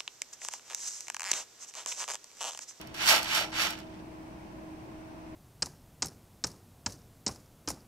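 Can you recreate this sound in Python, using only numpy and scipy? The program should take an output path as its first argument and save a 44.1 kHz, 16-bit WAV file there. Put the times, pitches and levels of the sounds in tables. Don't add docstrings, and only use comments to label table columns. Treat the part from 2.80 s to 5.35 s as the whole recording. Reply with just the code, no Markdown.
import sys
import numpy as np
from scipy import signal
from scipy.fft import rfft, irfft, next_fast_len
from scipy.io import wavfile
from scipy.ndimage import map_coordinates

SR = 44100
rng = np.random.default_rng(int(sys.argv[2]) if len(sys.argv) > 2 else 0)


def to_wav(s):
    ch = np.atleast_2d(s).T
    pcm = np.round(np.clip(ch, -1, 1) * 32767)
    wavfile.write(sys.argv[1], SR, pcm.astype(np.int16))


N = 112454

# time_s, relative_level_db
LIFT_ENVELOPE = [(0, -56.5), (0.019, -48.5), (.04, -57.5), (.08, -56), (.14, -59)]
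PATTER_ENVELOPE = [(.141, -70), (.144, -42), (.16, -45), (.208, -35.5), (.27, -30), (.282, -25.5),
                   (.318, -22.5), (.372, -30), (.41, -38), (.44, -41), (.512, -33.5), (.566, -27.5),
                   (.634, -36.5), (.67, -47), (.716, -56), (.719, -44), (.756, -37), (.805, -31),
                   (.865, -32), (.89, -39.5), (.935, -45), (.968, -53), (.988, -48), (1.035, -62)]
HISS_ENVELOPE = [(.144, -62), (.21, -50), (.294, -28), (.336, -34), (.385, -43), (.415, -53), (.47, -53),
                 (.52, -45), (.565, -34.5), (.635, -51), (.705, -70), (.765, -50), (.82, -37), (.845, -40),
                 (.895, -53), (.925, -55), (.965, -67), (1.03, -78)]
SETTLING_ENVELOPE = [(1.021, -61.5), (1.1, -67), (1.15, -62), (1.22, -67)]
# peak_s, relative_level_db
HEAD_LANDINGS = [(.332, -32), (0.611, -38.5), (.845, -42)]
# start_s, relative_level_db
STRAY_CLICKS = [(0.0128, -40), (0.072, -45.5), (0.142, -44), (.153, -46.5), (0.3253, -24), (.362, -26),
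                (0.3939, -36), (0.4297, -28.5), (.4445, -35), (0.9056, -31.5), (0.9305, -46), (0.9892, -45),
                (1.001, -49.5)]
# frequency_hz, relative_level_db
PATTER_SPECTRUM = [(200, -28), (600, -9.5), (1100, -4.5), (1450, -0.5), (1900, -1.5), (3000, -0.5),
                   (4000, -5.5), (5600, -9), (7200, -15), (10000, -23), (15000, -54)]
HISS_SPECTRUM = [(1500, -24), (3500, 2.5), (5500, 1.5), (7500, -4.5), (8600, -5), (10000, -7), (11500, -7),
                 (13200, -3.5), (15500, -16.5)]
HEAD_SPECTRUM = [(100, -27), (220, -6), (430, -3), (520, 0.5), (660, 5.5), (900, -1), (1100, -13.5),
                 (1400, 0.5), (2500, -36)]
CLICK_SPECTRUM = [(300, -25), (1400, -14), (3200, -13), (4400, 0), (5400, 1), (7000, -5), (10000, -7),
                  (13000, -5), (15500, -11)]
# pitch_hz, t60_s, relative_level_db
SHELL_MODES = [(668, 0.05, -0.5), (860, .15, -2), (888.5, 0.2, 2), (1339, 0.18, -1.5), (1420, 0.069, -5),
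               (1510, .08, -9), (1659, .12, -29), (2390, 0.24, 0.5), (2670, 0.21, -11.5), (3000, .08, -23),
               (3420, .12, -9), (4440, 0.12, -3), (4730, .08, -9), (5450, 0.082, 1)]
# frequency_hz, correlation (clipped to -1..1 in use)
RATTLE_CORRELATION = [(200, 1.6), (1400, 0.45), (3300, 0.4), (4300, 0.6), (5300, .5), (6500, -0.14),
                      (15000, -0.05)]
AIR_CORRELATION = [(50, 1), (110, 0.71), (200, 1), (400, -0.008), (700, 0.23), (1300, -0.43), (2400, 0.14),
                   (8000, -0.069)]
# frequency_hz, left_lead_rad
PORT_PHASE = [(100, -1.5), (700, -0.96), (1000, 1.04), (1550, -0.65), (1850, 3.5), (2700, 3), (3200, 4.5),
              (4200, 4.5), (4900, 8), (6500, 6.5)]
# frequency_hz, left_minus_right_db
PORT_BALANCE = [(300, 6), (800, 0.5), (1300, 4), (1700, -3), (2800, -4.5), (3700, -4), (4400, -6.5),
                (6200, -5.5), (7500, -2.5), (10000, 1.5), (13500, -3)]
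# frequency_hz, t60_s
ROOM_DECAY = [(200, 0.46), (2000, 0.14), (12000, 0.13)]
# frequency_hz, relative_level_db
AIR_SPECTRUM = [(20, -16), (35, -34), (52, -12), (85, -11), (126, -12.5), (178, -9.5), (281, -12),
                (340, -6.5), (410, -17), (537, -18.5), (648, -14), (760, -17.5), (1020, -17), (1160, -23.5),
                (1800, -27.5), (2600, -29.5), (3400, -37), (4500, -38.5), (5900, -38), (6400, -43),
                (9000, -42), (10300, -48), (13000, -47), (15500, -50)]
# pitch_hz, level_db, waver_ratio
HUM_PARTIALS = [(57.5, -61, 0.3), (121, -63, 0.3), (174.7, -62, 1), (316, -51.5, 0.27), (640, -61, 0.41)]


def rattle():
    body = shell()
    clumps_db = 0.98 * wobble(knots_per_s=220)
    patter = shower(body, PATTER_SPECTRUM, PATTER_ENVELOPE, per_s=4000, scatter_db=3.5,
                    gain_db=0.5 + clumps_db)
    hiss = shower(body, HISS_SPECTRUM, HISS_ENVELOPE, per_s=6000, scatter_db=6.5, gain_db=4 + clumps_db)
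    shifting = shower(body, PATTER_SPECTRUM, LIFT_ENVELOPE, per_s=8900, scatter_db=4)
    settling = shower(body, PATTER_SPECTRUM, SETTLING_ENVELOPE, per_s=2100, scatter_db=2)
    beads = patter + hiss + drumming(body) + shifting + settling + stray_beads(body)
    return microphone_ports(beads)


def shower(body, spectrum, envelope, per_s, scatter_db, gain_db=0):
    reference_db, still_db = -30, -100
    crowding = .6
    time_s, level_db = np.transpose(envelope)
    motion_db = np.interp(np.arange(N) / SR, time_s, level_db, still_db, still_db) - reference_db
    chance = np.clip(per_s / SR * amp(crowding * motion_db), 0, 1)
    strengths = unit(amp(scatter_db * np.clip(rng.standard_normal((2, N)), -2, 2)))
    strengths *= rng.choice([-1, 1], (2, N))
    hits = (rng.random((2, N)) < chance) * strengths / np.sqrt(chance)
    hits *= amp(reference_db + gain_db + motion_db)
    return through(flutter(hits), contact(spectrum, body))


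def drumming(body, rise_s=.085, fall_s=0.12, depth_db=19.5):
    swells = []
    for peak_s, db in HEAD_LANDINGS:
        swells += [(peak_s - rise_s, db - depth_db), (peak_s, db), (peak_s + fall_s, db - depth_db)]
    return shower(body, HEAD_SPECTRUM, sorted(swells), per_s=3300, scatter_db=5)


def stray_beads(body, rise_s=.0005, t60_s=.012):
    bursts = np.zeros((2, N))
    t = np.arange(SR // 20) / SR
    shape = amp(-60 * t / t60_s) * (1 - np.exp(-t / rise_s))
    shape /= shape.max()
    for start_s, db in STRAY_CLICKS:
        start = round(start_s * SR)
        bursts[:, start:start + len(t)] += amp(db) * shape * rng.standard_normal((2, len(t)))
    return through(bursts, contact(CLICK_SPECTRUM, body))


def shell(ring_db=-20.5, echo_db=-12, echo_t60_s=.04):
    t = np.arange(SR // 4) / SR
    ring = sum(amp(db - 60 * t / t60) * np.cos(2 * np.pi * hz * t) for hz, t60, db in SHELL_MODES)
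    ring /= np.linalg.norm(ring)
    echoes = rng.standard_normal((2, len(t))) * amp(-60 * t / echo_t60_s)
    echoes /= np.linalg.norm(echoes[0])
    return (t == 0) + amp(ring_db) * ring + amp(echo_db) * echoes


def contact(spectrum, body, size=2048):
    cepstrum = irfft(np.log(amp(along(spectrum, np.fft.rfftfreq(size, 1 / SR)))))
    cepstrum[1:size // 2] *= 2
    cepstrum[size // 2 + 1:] = 0
    pulse = irfft(np.exp(rfft(cepstrum)))
    response = signal.fftconvolve(body, pulse[None], axes=1)
    return response / np.linalg.norm(response, axis=1, keepdims=True)


def flutter(hits, tail_db=-3.5, t60_s=0.038):
    decay = amp(-60 * np.arange(SR // 10) / SR / t60_s) ** 2
    power = np.abs(through(hits ** 2, decay / decay.sum()))
    return hits + amp(tail_db) * np.sqrt(power) * rng.standard_normal((2, N))


def microphone_ports(beads):
    sides = np.array([[.5], [-.5]])
    return filtered(spread(beads, RATTLE_CORRELATION),
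                    lambda hz: amp(sides * along(PORT_BALANCE, hz))
                    * np.exp(1j * sides * along(PORT_PHASE, hz)))


def room(x):
    hz, t, noise = signal.stft(rng.standard_normal((2, SR // 2)), SR, nperseg=256)
    decay = amp(-60 * t / along(ROOM_DECAY, hz)[:, None])
    tail = signal.istft(noise * decay, SR, nperseg=256)[1]
    return through(x, tail / np.linalg.norm(tail[0]))


def appliance_hum():
    t = np.arange(N) / SR
    hum = np.zeros(N)
    for hz, db, waver in HUM_PARTIALS:
        modulation = 1 + waver * (wobble(knots_per_s=12) + 1j * wobble(knots_per_s=12))
        hum += amp(db) * unit(np.real(modulation * np.exp(2j * np.pi * hz * t)))
    return hum


def room_air(level_db=-47.5):
    noise = filtered(rng.standard_normal((2, N)), lambda hz: amp(along(AIR_SPECTRUM, hz)))
    return amp(level_db) * unit(spread(noise, AIR_CORRELATION))


def spread(pair, correlation):
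    def angle(hz):
        return np.arccos(np.clip(along(correlation, hz), -1, 1)) / 2
    mid, side = filtered(pair, lambda hz: np.array([np.cos(angle(hz)), np.sin(angle(hz))]))
    return np.array([mid + side, mid - side])


def filtered(x, response):
    size = next_fast_len(N + SR // 2)
    return irfft(rfft(x, size) * response(np.fft.rfftfreq(size, 1 / SR)), size)[..., :N]


def through(x, response):
    return signal.fftconvolve(x, np.atleast_2d(response), axes=1)[:, :N]


def wobble(knots_per_s):
    knots = rng.standard_normal(int(N * knots_per_s / SR) + 4)
    return map_coordinates(knots, [np.arange(N) * knots_per_s / SR])


def along(points, hz):
    frequency_hz, values = np.transpose(points)
    return np.interp(np.log(hz + 1), np.log(frequency_hz + 1), values)


def amp(db):
    return 10 ** (np.asarray(db) / 20)


def unit(x):
    return x / np.sqrt(np.mean(x ** 2) + 1e-20)


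def scene(reverb_db=-14.5):
    direct = rattle()
    return direct + amp(reverb_db) * room(direct) + room_air() + appliance_hum()


def record(dry, cutoff_hz=15750):
    return filtered(dry, lambda hz: hz < cutoff_hz)


dry = scene()
out = record(dry)
to_wav(out)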